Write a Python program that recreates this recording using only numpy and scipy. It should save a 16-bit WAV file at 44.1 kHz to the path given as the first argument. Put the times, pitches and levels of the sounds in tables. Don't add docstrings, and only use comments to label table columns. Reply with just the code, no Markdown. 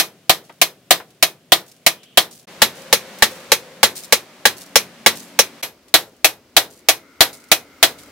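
import sys
import numpy as np
from scipy import signal
from scipy.fft import rfft, irfft, next_fast_len
from scipy.io import wavfile
from scipy.ndimage import uniform_filter1d

SR = 44100
rng = np.random.default_rng(int(sys.argv[2]) if len(sys.argv) > 2 else 0)


def store_pcm(level_fs):
    pcm = np.round(np.clip(level_fs, -1, 1) * 32767).astype(np.int16)
    wavfile.write(sys.argv[1], SR, np.atleast_2d(pcm).T)


N = 357651
SIZE = 22050
T = np.arange(SIZE) / SR

# frequency_hz, correlation (1 = identical)
LIKENESS = [(100, 0.99), (500, 0.99), (1000, 0.89), (2000, 0.57), (4000, 0.24), (8000, 0.14), (16000, .05)]
# frequency_hz, left_over_right_db
BALANCE = [(100, 1.5), (500, 2), (1000, 1.8), (2000, 1), (4000, -0.8), (8000, 0), (16000, -0.5)]
LEFT_RIGHT = np.array([[1], [-1]])


def amp(db):
    return 10 ** (np.asarray(db) / 20)


def read(points, hz):
    f, value = np.transpose(points)
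    return np.interp(np.log(hz + 1), np.log(f + 1), value)


def evened(x):
    return x / np.sqrt(np.mean(x ** 2) + 1e-20)


def dying(t60):
    return np.exp(-np.log(1000) * T / np.maximum(t60, 1e-3))


def bell(hz, centre_hz, octaves):
    return np.exp(-.5 * (np.log2((hz + 1) / centre_hz) / octaves) ** 2)


def add(mix, s, sound):
    at = round(s * SR)
    sound = sound[:, max(-at, 0):]
    part = mix[:, max(at, 0):][:, :sound.shape[1]]
    part += sound[:, :part.shape[1]]


def pair(size):
    hz = np.fft.rfftfreq(size, 1 / SR)
    mid, side = rfft(rng.standard_normal((2, size)))
    alike = np.clip(read(LIKENESS, hz), -1, 1)
    z = mid * np.sqrt((1 + alike) / 2) + LEFT_RIGHT * side * np.sqrt((1 - alike) / 2)
    return hz, z * amp(LEFT_RIGHT * read(BALANCE, hz) / 2)


def ring(hz, db, t60, detune):
    hz = hz * (1 + detune * rng.standard_normal(len(hz)))
    apart = np.arccos(np.clip(read(LIKENESS, hz), -1, 1)) * rng.choice([-1, 1], len(hz))
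    start = np.pi * np.arange(len(hz))
    phase = (start + LEFT_RIGHT * apart / 2)[..., None] + 2 * np.pi * hz[:, None] * T
    gain = amp(db + LEFT_RIGHT * read(BALANCE, hz) / 2)[..., None]
    return (gain * np.sin(phase) * dying(t60[:, None])).sum(1)


def drone(spectrum, drift, rumble_db, hiss_db):
    size = next_fast_len(N)
    hz, z = pair(size)
    z = z * amp(read(spectrum, hz))
    under = 1 / (1 + (hz / 700) ** 4)
    rumble = evened(irfft(z * under, size)[:, :N])
    hiss = evened(irfft(z * (1 - under), size)[:, :N])
    s, low_db, high_db = np.transpose(drift)
    t = np.arange(N) / SR
    low_gain = amp(rumble_db + np.interp(t, s, low_db))
    high_gain = amp(hiss_db + np.interp(t, s, high_db))
    return rumble * low_gain + hiss * high_gain


def whirs(since, until):
    # start_s, end_s, centre_hz, width_hz (at half amplitude), level_db
    machine_hums = [(2.3, 4.2, 525, 80, -47), (4.3, 5.7, 280, 10, -55), (4.6, 5.7, 228, 14, -53),
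                    (4.6, 5.7, 182, 8, -55), (6.8, 8.3, 286, 8, -59), (7.0, 8.3, 240, 10, -58),
                    (6.6, 8.5, 2120, 280, -58), (6.7, 8.5, 1370, 260, -57.5), (1.9, 2.2, 3100, 800, -56)]
    out = np.zeros((2, N))
    for start, end, centre_hz, width_hz, db in machine_hums:
        if since < (start + end) / 2 < until:
            hz, z = pair(size=131072)
            resonance = 1 / (1 + (2 * (hz - centre_hz) / width_hz) ** 2)
            band = evened(irfft(z * resonance))[:, :round((end - start) * SR)]
            add(out, start, amp(db) * band * signal.windows.tukey(band.shape[1], .5))
    return out


def knock(db, centre_hz, octaves, t60, rattle_db=0.5):
    hz, z = pair(SIZE)
    rattle = evened(uniform_filter1d(rng.standard_normal(SIZE), size=130))
    rattle = np.clip(rattle, -2, 2)
    band = irfft(z * bell(hz, centre_hz, octaves), SIZE)
    return amp(db) * evened(band * amp(rattle_db * rattle)) * dying(t60)


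def add_small_knocks(mix):
    # start_s, level_db, centre_hz
    small_knocks = [(.4954, -35, 650), (1.001, -31, 693), (1.1043, -51, 4970), (2.032, -42, 3570),
                    (3.1864, -37, 8000), (5.8823, -47.5, 4050), (7.9867, -41, 3800)]
    for s, db, centre_hz in small_knocks:
        add(mix, s, knock(db, centre_hz, octaves=1.25, t60=.095))


def scale_flakes(s, db, fall_s):
    centre_hz, octaves = 6400, 1.0
    rise_s, shower_t60 = 0.0098, 0.39
    per_s, straggle_s = 60, .08
    shower = knock(db, centre_hz, octaves, shower_t60, rattle_db=4.) * (1 - np.exp(-T / rise_s))
    landing = np.exp(-(T / straggle_s) ** 2 / 2)
    lands = rng.random(SIZE) < landing * per_s / SR
    sizes = amp(3.5 * np.minimum(rng.exponential(1, SIZE), 3)) * lands
    flake = knock(db - 6, centre_hz, octaves, 0.038)
    ticks = signal.fftconvolve(sizes[None], flake, axes=1)[:, :SIZE]
    return s + fall_s, shower + ticks


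def crash(hz, z, spot, length):
    # frequency_hz, t60_s
    shed_decay = [(60, 0.089), (200, 0.7), (500, 0.28), (1000, .26), (4000, 0.16), (9000, 0.2),
                  (16000, 0.2)]
    hold_s, near_t60, crack_t60, shed_db = 0.0032, 0.084 * length, 0.0051, -11.0
    near = np.minimum(dying(near_t60) / np.exp(-np.log(1000) * hold_s / near_t60), 1)
    out = irfft(z * spot, SIZE) * (near + dying(crack_t60))
    centres = np.geomspace(60, 16000, num=7)
    for centre, share in zip(centres, np.eye(len(centres))):
        band_gain = np.interp(np.log(hz + 1), np.log(centres), share)
        band = irfft(1j * z * band_gain, SIZE)
        out += band * amp(shed_db) * dying(read(shed_decay, centre) * length)
    return out


def overtones(colour):
    count = 12
    hz = np.geomspace(1100, 9000, num=count) * 2 ** rng.uniform(-.13, .13, count)
    return ring(hz, -21 + read(colour, hz), np.full(count, 0.1), detune=0)


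def blow(hand, force_db, spot_hz, spot_db, ting_db, walls, thud, carry):
    # frequency_hz, level_db (per Hz)
    sledge_colour = [(40, -17), (100, -12.5), (270, -11.5), (350, -3.5), (750, -1.5), (1000, -2.5),
                     (1800, 0.5), (2700, 0.5), (3900, 6), (4800, -0.5), (6800, -3.5), (9000, -6.5),
                     (13000, -8), (16000, -12)]
    hand_colour = [(40, -26.5), (100, -15.5), (270, -15.5), (350, -6.5), (750, -5), (1400, -4.5),
                   (2300, 0.5), (2900, 0), (4000, 3), (4700, -2), (6000, -0.5), (7500, -6), (12000, -7),
                   (16000, -13)]
    # frequency_hz, level_sledge_db, level_hand_db, t60_s
    steel_modes = [(1692, -11.5, -28.5, 0.078), (1926, -16.5, -28.5, 0.14), (2200, -18.5, -24.5, 0.13),
                   (2490, -26, -20, .17), (3293, -11, -16, 0.11), (4160, -20, -20.5, 0.078),
                   (3780, -20, -18.5, 0.074), (4076, -11.5, -14.5, 0.11), (5160, -21.5, -26, 0.18),
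                   (5980, -24.5, -28, 0.17)]
    # frequency_hz, level_db, t60_s
    ting_modes = [(11522, -19, .15), (11590, -22, .14)]
    clang_hz, repeat = 3700, 0.69
    blade_db, blade_t60 = -12.5, 0.062
    colour = [sledge_colour, hand_colour][hand]
    length = [0.95, 0.9][hand]
    thud_db, clang_db, fizz_db = carry

    hz, fresh = pair(SIZE)
    z = np.sqrt(repeat) * walls + np.sqrt(1 - repeat) * fresh
    colour_db = read(colour, hz)
    colour_db = colour_db + clang_db * bell(hz, clang_hz, .35) + fizz_db * bell(hz, 15000, 0.43)
    spot = amp(spot_db * bell(hz, spot_hz, 0.11))
    sound = amp(4.5) * crash(hz, z * amp(colour_db), spot, length)

    steel, post, ting = np.transpose(steel_modes), np.transpose(thud), np.transpose(ting_modes)
    sound += ring(*np.transpose([(spot_hz, blade_db + spot_db, blade_t60)]), detune=0)
    steel_db = steel[1 + hand] + clang_db * bell(steel[0], clang_hz, 0.43)
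    sound += ring(steel[0], steel_db, steel[3], detune=0.0031)
    sound += ring(post[0], post[1 + hand] + 1.5 + thud_db, post[3], detune=.004)
    sound += ring(ting[0], ting[1] + ting_db, ting[2], detune=0.001)
    sound += overtones(colour)
    contact = 1 - np.exp(-T / .0002)
    return amp(force_db) * sound * contact


def scene():
    # start_s, end_s
    places = [(-.1, 2.456), (2.47, 5.62), (5.626, 8.2)]
    # frequency_hz, level_sledge_db, level_hand_db, t60_s
    thuds = [
        [(172, -31, -33, .2), (330.6, -21, -25.5, .16), (383, -14, -23.5, 0.056), (533, -14.5, -25, 0.057),
         (636, -19.5, -17, 0.12), (689, -7.5, -13, 0.079), (760, -6, -14, 0.086), (1010, -17.5, -31, 0.092),
         (1214, -13, -23.5, .11)],
        [(97, -35.5, -41.5, 0.27), (221, -20.5, -26, 0.14), (357, -19, -22.5, 0.086), (465.5, -15, -7.5, 0.062),
         (516, -9.5, -6, 0.051), (567.5, -9, -5.5, 0.056), (661.4, -14, -13, 0.064), (842, -4.5, -9.5, 0.052)],
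        [(97.6, -38, -40, 0.19), (318.4, -22, -23, .15), (461, -19, -13.5, 0.054), (623.7, -8.5, -7.5, 0.064),
         (680, -9.5, -13, 0.072), (701, -19, -24, 0.097), (765.7, -4.5, -7.5, 0.066), (950, -19.5, -29, 0.14)],
    ]
    # thud_db, clang_db (near 3.7 kHz), fizz_db (over 8 kHz), rumble_db, hiss_db
    carries = [(-0.8, 0.25, 5, -1, 0), (-2, -1.5, 2, 1, 0), (-0.7, -0.8, 4, -0.5, 1)]
    # (per Hz, before normalising)
    drone_spectra = [
        [(24, -72), (40, -38), (114, -7.5), (154, -1), (224, -5), (686, -12), (859, -22), (3300, -20),
         (3840, -22.5), (15500, -31.5)],
        [(24, -66.5), (40, -24.5), (106, -15), (174, -1.5), (273, -5.5), (301, -6.5), (387, -4.5), (461, -10),
         (522, -4), (859, -7), (2160, -7), (4350, -11.5), (15500, -25)],
        [(24, -46), (40, -14), (82, -4.5), (154, -10.5), (253, -0.5), (621, -7), (722, -11.5), (1350, -13.5),
         (2990, -15), (3560, -17), (5050, -16.5), (9650, -25), (15500, -25)],
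    ]
    # time_s, level_below_700_hz_db, level_above_db
    drone_drifts = [
        [(0.1, -56.5, -57), (1.5, -56, -59.5), (1.64, -59, -58), (2.3, -55.5, -58)],
        [(2.72, -47.5, -43.5), (3.33, -47.5, -41), (3.91, -52, -49), (5.55, -51, -47)],
        [(5.75, -57.5, -58.5), (6.49, -55.5, -59), (7.56, -56.5, -56), (8.1, -49, -50.5)],
    ]
    # start_s, force_db, blade_resonance_hz (at the struck spot),
    # resonance_height_db, thin_ring_db, falling_scale_db, time_in_air_s
    sledge_blows = [ (.2952, -3.5, 3120, 1, -3.5, -54, .14), (.9074, -2.5, 3620, 0.5, -5, -58, 0.13),
                    (1.52, -2.5, 3394, 7.5, -5.5, -46, 0.14), (2.1734, -2, 3310, 7, -6, -38, 0.13),
                    (2.6186, -1.5, 1850, 2, 4, -41, 0.13), (3.223, -2, 1840, 8, -2, -39.5, .08),
                    (3.8306, -1, 1497, 0.5, -1, -29.5, 0.12), (4.454, -2.5, 1740, 9, -8, -35.5, 0.11),
                    (5.062, -0.5, 2166, 3.5, -6.5, -32, .09), (5.9403, -0.5, 4100, 5.5, 4, -57, 0.12),
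                    (6.566, -1, 3970, 2, 3, -48, 0.13), (7.2067, 0, 4060, 4.5, 5, -40.5, 0.12),
                    (7.8278, -0.5, 1900, 2.5, -5.5, -46, .15)]
    # start_s, force_db, blade_resonance_hz (at the struck spot),
    # resonance_height_db, thin_ring_db
    hand_blows = [ (-.012, -1, 2280, -2, -3), (0.6152, -3, 2276, 2, -2.5), (1.226, -3, 2210, 0, -2),
                  (1.8641, -2.5, 2195, 2, -2.5), (2.9271, -1, 2630, -3.5, -9),
                  (3.5184, -2, 3900, 0.5, -4.5), (4.1241, -1, 1686, -0.5, -5), (4.7568, 0, 5770, 6, -4),
                  (5.3899, -1, 5810, 7.5, -9.5), (5.601, -1.5, 2350, 12.5, 6.5),
                  (6.245, -1.5, 2500, 4.5, 2.5), (6.8865, -1, 2450, 2.5, 1.5), (7.516, -1, 2414, 4.5, -3.5)]

    t, out = np.arange(N) / SR, np.zeros((2, N))
    for place, thud, carried, spectrum, drift in zip(places, thuds, carries, drone_spectra, drone_drifts):
        start, end = place
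        *carry, rumble_db, hiss_db = carried
        here = drone(spectrum, drift, rumble_db, hiss_db) + whirs(start, end)
        walls = pair(SIZE)[1]
        for hand, blows in enumerate([sledge_blows, hand_blows]):
            for s, force_db, spot_hz, spot_db, ting_db, *scale in blows:
                if start < s + .05 < end:
                    add(here, s, blow(hand, force_db, spot_hz, spot_db, ting_db, walls, thud, carry))
                    if not hand:
                        add(here, *scale_flakes(s, *scale))
        fade = np.clip(np.minimum(t - start, end - t) / .008, 0, 1)
        out += here * fade
    add_small_knocks(out)
    return out


def record(dry):
    ceiling, edge_hz = 1.0, 15900
    flattened = dry / (1 + (dry / ceiling) ** 8) ** (1 / 8)
    low_pass = signal.firwin(401, edge_hz, window=("kaiser", 8), fs=SR)
    return signal.oaconvolve(flattened, low_pass[None], "same")


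dry = scene()
out = record(dry)
store_pcm(out)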